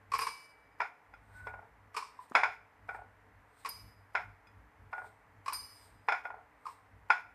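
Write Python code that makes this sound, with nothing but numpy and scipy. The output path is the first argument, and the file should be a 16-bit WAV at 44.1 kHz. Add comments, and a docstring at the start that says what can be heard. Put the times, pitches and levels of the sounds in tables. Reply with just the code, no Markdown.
"""In a small kitchen, nuts are picked off a glass plate and dropped into a steel jar on a stone counter.
They land on the heap with a hollow tock of enclosed air and a crackle; a few strike bare steel,
whose lightly damped modes ring. Fingers rub the plate with a hiss of friction; it tips, knocks on
the counter and rocks back to rest. Hard walls add reverberation, over a low rumble and hum."""
import sys
import numpy as np
from scipy import signal
from scipy.fft import rfft, irfft
from scipy.io import wavfile
from scipy.ndimage import uniform_filter1d

SR = 44100
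rng = np.random.default_rng(int(sys.argv[2]) if len(sys.argv) > 2 else 0)


def output_pcm(signal):
    """Save a mono or channel-first signal as 16-bit PCM at the path in sys.argv[1].

    Samples are clipped to [-1, 1] before scaling.
    """
    pcm = np.clip(np.atleast_2d(signal).T, -1, 1) * 32767
    wavfile.write(sys.argv[1], SR, np.round(pcm).astype(np.int16))


N = 323694
TIME = np.arange(N) / SR
AGE = TIME[:SR]   # seconds since a blow


def from_db(db):
    """Amplitude grows tenfold with every 20 dB."""
    return 10 ** (np.asarray(db) / 20)


def fade(t60):
    """A damped vibration decays exponentially, by 60 dB in t60 seconds."""
    return np.exp(-np.log(1000) * AGE / t60)


def pulse(peak_s):
    """A transient rises linearly against an exponential decay, reaching 1 at peak_s."""
    return AGE / peak_s * np.exp(1 - AGE / peak_s)


def add(track, s, sound):
    """Superposition: a sound starting at s seconds adds to the track."""
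    at = round(s * SR)
    track[at:at + len(sound)] += sound[:N - at]


def colour(x, points, tilt_db=0, peaks=(), size=2048):
    """A minimum-phase filter of unit power follows (Hz, dB) points and peaks, tilted in dB per octave."""
    hz = np.maximum(np.fft.rfftfreq(size, 1 / SR), 1)
    knots, levels = np.transpose(points)
    gain = from_db(np.interp(np.log(hz), np.log(knots), levels))
    gain += sum(from_db(db) / (1 + (2 * (hz - centre) / width) ** 2) for centre, width, db in peaks)
    gain *= from_db(tilt_db * np.log2(np.clip(hz, 600, 9000)))
    cepstrum = irfft(np.log(gain))
    cepstrum[1:size // 2] *= 2   # folding onto positive time makes the filter causal
    cepstrum[size // 2 + 1:] = 0
    response = irfft(np.exp(rfft(cepstrum)))
    return signal.fftconvolve(x, response / np.linalg.norm(response))[:len(x)]


def rings(modes, gains_db, rise_s):
    """Normal modes struck together swell while the contact lasts, then decay freely."""
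    ring = sum((-1) ** k * from_db(db + extra_db) * fade(t60) * np.sin(2 * np.pi * hz * AGE)
               for k, ((hz, db, t60), extra_db) in enumerate(zip(modes, gains_db)))
    return ring * (1 - np.exp(-(AGE / rise_s) ** 2))


def clatter(spectrum, tilt_db, contact_s, tail_db, tail_t60, peaks=()):
    """Chattering contact excites overlapping damped modes, heard as noise; the attack has rms 1."""
    envelope = np.hypot(pulse(contact_s), from_db(tail_db) * fade(tail_t60))
    burst = colour(envelope * rng.standard_normal(len(AGE)), spectrum, tilt_db, peaks)
    return burst / np.std(burst[:400])


def background(air_db=-64.5, waver_db=8.5, wavers_per_s=9.1):
    """Steady broadband room noise lies over a rumble and hum under slow amplitude modulation."""
    # Spectra of the room noise and the rumble. Each row: frequency in Hz, relative level in dB.
    air_spectrum = [(25, -20.5), (55, -10.5), (75, -23), (120, -7.5), (230, -14.5), (300, -4), (364, -21),
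                    (425, -3), (520, -9), (900, -3), (1250, -7), (2000, -7), (2600, -16.5), (3500, -24.5),
                    (6000, -27.5), (14000, -32)]
    rumble_spectrum = [(15, -38), (30, -31), (52, 2), (70, -5.5), (82, -11.5), (100, 5.5), (120, -15.5),
                       (250, -16.5), (600, -47)]
    # The swell of rumble and hum. Each row: time in seconds, gain in dB.
    swells = [(.1, -59), (.5, -75), (1.08, -71.5), (1.3, -60.5), (1.6, -63), (2, -72), (2.68, -77.5),
              (3, -55.5), (3.5, -68), (3.95, -58.5), (4.6, -63), (6.25, -67.5), (6.55, -76), (6.95, -68)]
    air = from_db(air_db) * colour(rng.standard_normal(N), air_spectrum)
    rumble = from_db(-2) * colour(rng.standard_normal(N), rumble_spectrum, size=8192)
    hum = from_db(-7) * np.sin(2 * np.pi * 100 * TIME)
    swell_db = np.interp(TIME, *np.transpose(swells))
    waver = np.interp(TIME * wavers_per_s, np.arange(1000), rng.uniform(-1, 1, 1000))
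    return air + from_db(swell_db + waver_db * waver) * (rumble + hum)


def nut_contacts(hops=3, hop_s=.016, loss_db=11, detune=.062):
    """Inelastic collision: each nut lands, then settles in weaker hops at uneven times."""
    # Nuts on the heap. Each row: start in seconds, tock in dB, tock pitch in Hz, crackle in dB.
    landings = [(.118, -33.5, 1112, -39), (0.136, -22, 1109, -35.5), (.148, -29, 1102, -36),
                (.19, -30.5, 1054, -34), (.216, -32.5, 1103, -37), (.231, -28.5, 1052, -42),
                (.268, -32, 1040, -35.5), (1.944, -37, 1170, -49), (1.965, -38, 1047, -34.5),
                (1.973, -28.5, 1016, -44), (2.024, -35, 1050, -49), (2.189, -38, 1010, -72),
                (3.648, -32, 1125, -46), (3.658, -34, 1105, -40), (5.46, -35.5, 1050, -46.5),
                (5.480, -26, 1098, -40.5), (5.524, -33.5, 1026, -43), (6.654, -37.5, 1220, -60),
                (6.665, -32.5, 1045, -50)]
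    for s, tock_db, hz, crackle_db in landings:
        yield s, tock_db, hz, crackle_db
        for k in range(1, hops + 1):
            s += hop_s * 2 ** rng.uniform(-.5, .54)
            yield s, tock_db - k * loss_db, hz * (1 + detune * rng.normal()), crackle_db - k * loss_db


def heap():
    """Cavity resonance: a landing pumps the jar's air (the tock) and jostles other nuts (the crackle)."""
    # Spectra of nut against nut and of the air. Each row: frequency in Hz, relative level in dB.
    crackle_spectrum = [(200, -12.5), (370, -8.5), (440, 7.5), (520, -8.5), (750, -2.5), (1050, 17),
                        (1400, 7), (1900, 2.5), (2400, 8), (3400, -10), (5200, 1), (6300, -13.5),
                        (8500, -8.5), (14000, -25.5)]
    cavity = [(600, -43), (860, -11.5), (980, 0), (1080, -13), (1200, -10.5), (1400, -31), (2500, -52)]
    out = np.zeros(N)
    for s, tock_db, hz, crackle_db in nut_contacts():
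        tock = pulse(.0046) ** 2 * np.sin(2 * np.pi * hz * AGE)
        hollow = from_db(-15) * fade(.21) * colour(rng.standard_normal(len(AGE)), cavity)
        crackle = clatter(crackle_spectrum, tilt_db=0, contact_s=.0026, tail_db=4.5, tail_t60=.12)
        add(out, s, from_db(tock_db) * (tock + hollow) + from_db(crackle_db) * crackle)
    return out


def steel(pivot_hz=7000, scatter_db=2):
    """Impact excitation: a nut ticks and the jar rings; where it hits sets each mode's strength."""
    # Hits on bare steel. Each row: start in seconds, level in dB, tilt in dB/octave, relative tick in dB.
    pings = [(.136, -64, -19, -10), (0.184, -60, -7, 13), (.207, -42.5, -2.5, -22), (.246, -61, -23, -26),
             (.269, -57.5, -4, -26), (3.689, -49, -3, 7), (5.531, -39.5, -0.5, -3.5)]
    # The jar's modes. Each row: frequency in Hz, relative level in dB, t60 in seconds.
    modes = [(2304, -24, 1), (2929, -30, .9), (3924, -19, .35), (4511, -13, .6), (4937, 2, .35),
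             (4958, -7, .38), (5066, -7, .56), (5959, -20, .5), (6130, -21, .55), (6680, -18, .2),
             (7558, -25, .6), (8168, -20, .5), (8887, -2, .37), (9097, -6, .2), (9475, -10, .33),
             (9710, -10, .48), (10650, -12, .36), (11690, -15, .5), (11750, -7, .28), (12950, -14, .3),
             (13965, -19, .24)]
    tick_spectrum = [(3000, -6), (7500, -18), (9300, 2), (12000, 14), (14000, -11)]
    octaves = np.log2(np.array(modes)[:, 0] / pivot_hz)
    out = np.zeros(N)
    for s, db, tilt_db, tick_db in pings:
        ring = rings(modes, tilt_db * octaves + rng.normal(0, scatter_db, len(modes)), rise_s=.0005)
        tick = clatter(tick_spectrum, tilt_db=0, contact_s=.003, tail_db=-25, tail_t60=.08)
        add(out, s, from_db(db) * (ring + from_db(tick_db) * tick))
    return out


def plate_blows(bounces=5, gap_ratio=.73, dulling_db=2.5, note_loss_db=4):
    """Restitution: besides single knocks, the plate bounces ever sooner, softer and duller."""
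    # Knocks of and on the plate: it tips onto the counter, and once a nut taps it lightly. Each row:
    # start in seconds, level in dB, tilt in dB/octave, relative glass note in dB, its pitch in Hz.
    knocks = [(.803, -29.5, -0.5, -6.5, 1476), (.814, -34, 0, -20, 1500), (1.137, -52, 3, -10, 1440),
              (2.351, -21, 2, -18, 1380), (2.356, -26.5, -5.5, -5.5, 1515), (2.433, -24.5, 0, -16, 1452),
              (2.444, -36, -2, -9, 1450), (4.151, -27.5, -1, -7, 1475), (4.470, -67.5, 13, -14, 1460),
              (6.085, -25.5, -1, -12, 1430), (6.1209, -28.5, 0, -7, 1450), (7.102, -21, 1, -4, 1459)]
    # Let go, it rocks to rest. Each row: start in seconds, level in dB, first gap in seconds,
    # loss per bounce in dB, relative glass note in dB, its pitch in Hz.
    rockings = [(1.469, -40, 0.069, 5, 0.5, 1452), (2.8897, -37.5, .0565, 5, 0, 1458),
                (4.9295, -38, .0505, 4.5, 3.5, 1444), (6.252, -36, 0.051, 5.5, -4.5, 1443)]
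    yield from knocks
    for s, db, gap_s, loss_db, note_db, note_hz in rockings:
        for k in range(bounces):
            tilt_db = -5 - k * dulling_db
            yield s, db - k * loss_db, tilt_db, note_db - k * note_loss_db, note_hz
            s += gap_s * gap_ratio ** k


def plate(lead_s=.0048, rise_s=.0008):
    """Free vibration: a soft touch, then a knock sets the plate ringing; harder knocks chatter longer."""
    # The crowd of damped modes. Each row: frequency in Hz, relative level in dB.
    body_spectrum = [(150, -37), (370, -26.5), (430, -12.5), (520, -17), (780, 1.5), (1050, -2), (1230, -7),
                     (1420, 2), (1750, -6), (2350, -1.5), (2850, -23.5), (4300, -31), (6000, -42),
                     (14000, -70)]
    # Overlapping treble resonances. Each row: centre in Hz, width in Hz, relative level in dB.
    clusters = [(3500, 250, -27), (5200, 450, -24), (6850, 450, -36), (8900, 400, -39), (10900, 500, -44)]
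    # The brief thud and the clear modes. Each row: frequency in Hz, relative level in dB, t60 in seconds.
    thud_modes = [(777, -10.5, 0.027), (937, 5, 0.015), (1370, 5.5, 0.052), (2490, -5, 0.017)]
    clear_modes = [(431, -31.5, 0.29), (723, -23, 0.39), (816, -21, 0.043), (895, -9, 0.08),
                   (1098, -33, 0.093), (1378, 4.5, 0.08), (1442, -9, 0.12), (1840, -24, 0.067),
                   (2210, -19, 0.13), (2450, -15.5, 0.14), (3408, -24.5, 0.16), (5010, -23.5, 0.11)]
    modes = thud_modes + clear_modes
    octaves = np.log2(np.array(modes)[:, 0] / 1000)
    out = np.zeros(N)
    for s, db, tilt_db, note_db, note_hz in plate_blows():
        force = np.interp(db, [-38, -22], [0, 1])
        body = clatter(body_spectrum, tilt_db, contact_s=.0022 + .0004 * force,
                       tail_db=-8 + 5 * force, tail_t60=.23, peaks=clusters)
        glass = rings(modes, tilt_db * octaves + rng.normal(0, 1, len(modes)), rise_s)
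        note = rings([(note_hz, 0, .25)], [note_db], rise_s)   # the fingers' grip shifts the main note
        touch = clatter(body_spectrum, tilt_db=-9, contact_s=.0029, tail_db=3, tail_t60=.053)
        add(out, s, from_db(db) * (from_db(-1) * body + glass + note))
        add(out, s - lead_s, from_db(db - 13 - 6 * force) * touch)
    return out


def stroke(peak_s, length_s, db, rise_share=.49, ends_down_db=18):
    """Friction noise follows pressure: the gain of one slide swells to a peak and fades."""
    before = (peak_s - TIME) / (rise_share * length_s)
    after = (TIME - peak_s) / ((1 - rise_share) * length_s)
    return from_db(db - ends_down_db * np.maximum(before, after))


def rubbing():
    """Sliding friction: skin hisses on the glass, and a dragged nut excites its main note."""
    # Finger slides. Each row: time of firmest pressure in seconds, length in seconds, peak level in dB.
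    strokes = [(1.374, 0.37, -66.5), (2.233, 0.28, -66.5), (2.96, 0.16, -69), (3.607, 0.27, -65),
               (5.066, 0.26, -66.5), (5.843, 0.55, -66), (6.719, 0.26, -65)]
    # Spectra of skin and of nut on glass. Each row: frequency in Hz, relative level in dB.
    skin_spectrum = [(2000, -22), (3900, -4.5), (6500, -17), (8000, -4), (8650, 2.5), (9300, -10.5),
                     (11000, -18), (14000, -10.5)]
    drag_spectrum = [(600, -39), (900, -10), (1380, -30), (1450, -5.5), (1480, 20.5), (1515, -10),
                     (1600, -15), (2350, -20), (3000, -49)]
    hiss = sum(stroke(*row) for row in strokes) * colour(rng.standard_normal(N), skin_spectrum)
    drag = stroke(peak_s=1.398, length_s=.22, db=-47) * colour(rng.standard_normal(N), drag_spectrum)
    return hiss + drag


def handling():
    """Brief contacts give broad spectra: small bumps and ticks, so close that they sound dry."""
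    # Light contacts. Each row: start in seconds, level in dB, centre in Hz, contact time in seconds.
    ticks = [(2.298, -64.5, 7000, .001), (2.311, -48.5, 250, 0.0026), (2.3194, -46.5, 1160, 0.00027)]
    out = np.zeros(N)
    for s, db, hz, contact_s in ticks:
        hump = [(hz / 8, -32), (hz / 2, -10), (hz, 0), (hz * 2, -14), (hz * 10, -42)]
        tick = clatter(hump, tilt_db=0, contact_s=contact_s, tail_db=-23.5, tail_t60=.57)
        add(out, s, from_db(db) * tick)
    return out


def kitchen(x, wet_db, t60, build_s):
    """Reverberation: diffuse reflections build up and die away between hard walls."""
    tail = rng.standard_normal(len(AGE)) * fade(t60) * (1 - np.exp(-AGE / build_s))
    tail = colour(tail, [(100, 3), (1000, -3.5), (2500, 1), (6000, 5.5), (14000, -.5)])
    return x + from_db(wet_db) * signal.fftconvolve(x, tail / np.linalg.norm(tail))[:N]


def scene():
    """Sources and reflections superpose alike in both channels; each channel adds its own faint hiss."""
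    on_plate = kitchen(plate() + rubbing(), wet_db=-16, t60=.47, build_s=.015)
    on_heap = kitchen(heap(), wet_db=-7.5, t60=.52, build_s=.001)
    on_steel = kitchen(steel(), wet_db=-11, t60=.93, build_s=.0024)
    hiss = signal.lfilter([.5, -.5], [1], from_db(-76) * rng.standard_normal((2, N)))
    return on_plate + on_heap + on_steel + handling() + background() + hiss


def record(dry, open_db=-64, closed_db=-70, depth_db=-7, cutoff_hz=14400):
    """Downward expansion lowers the treble while it is faint; a steep low-pass removes the top."""
    highpass = signal.butter(2, 2800, "high", fs=SR, output="sos")
    lowpass = signal.ellip(12, .2, 80, cutoff_hz, fs=SR, output="sos")
    treble = signal.sosfiltfilt(highpass, dry)
    power = uniform_filter1d(np.mean(treble ** 2, axis=0), size=1500)
    level_db = 10 * np.log10(power + 1e-12)
    gain = from_db(np.interp(level_db, [closed_db, open_db], [depth_db, 0]))
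    return signal.sosfilt(lowpass, dry + (gain - 1) * treble)


dry = scene()
out = record(dry)
output_pcm(out)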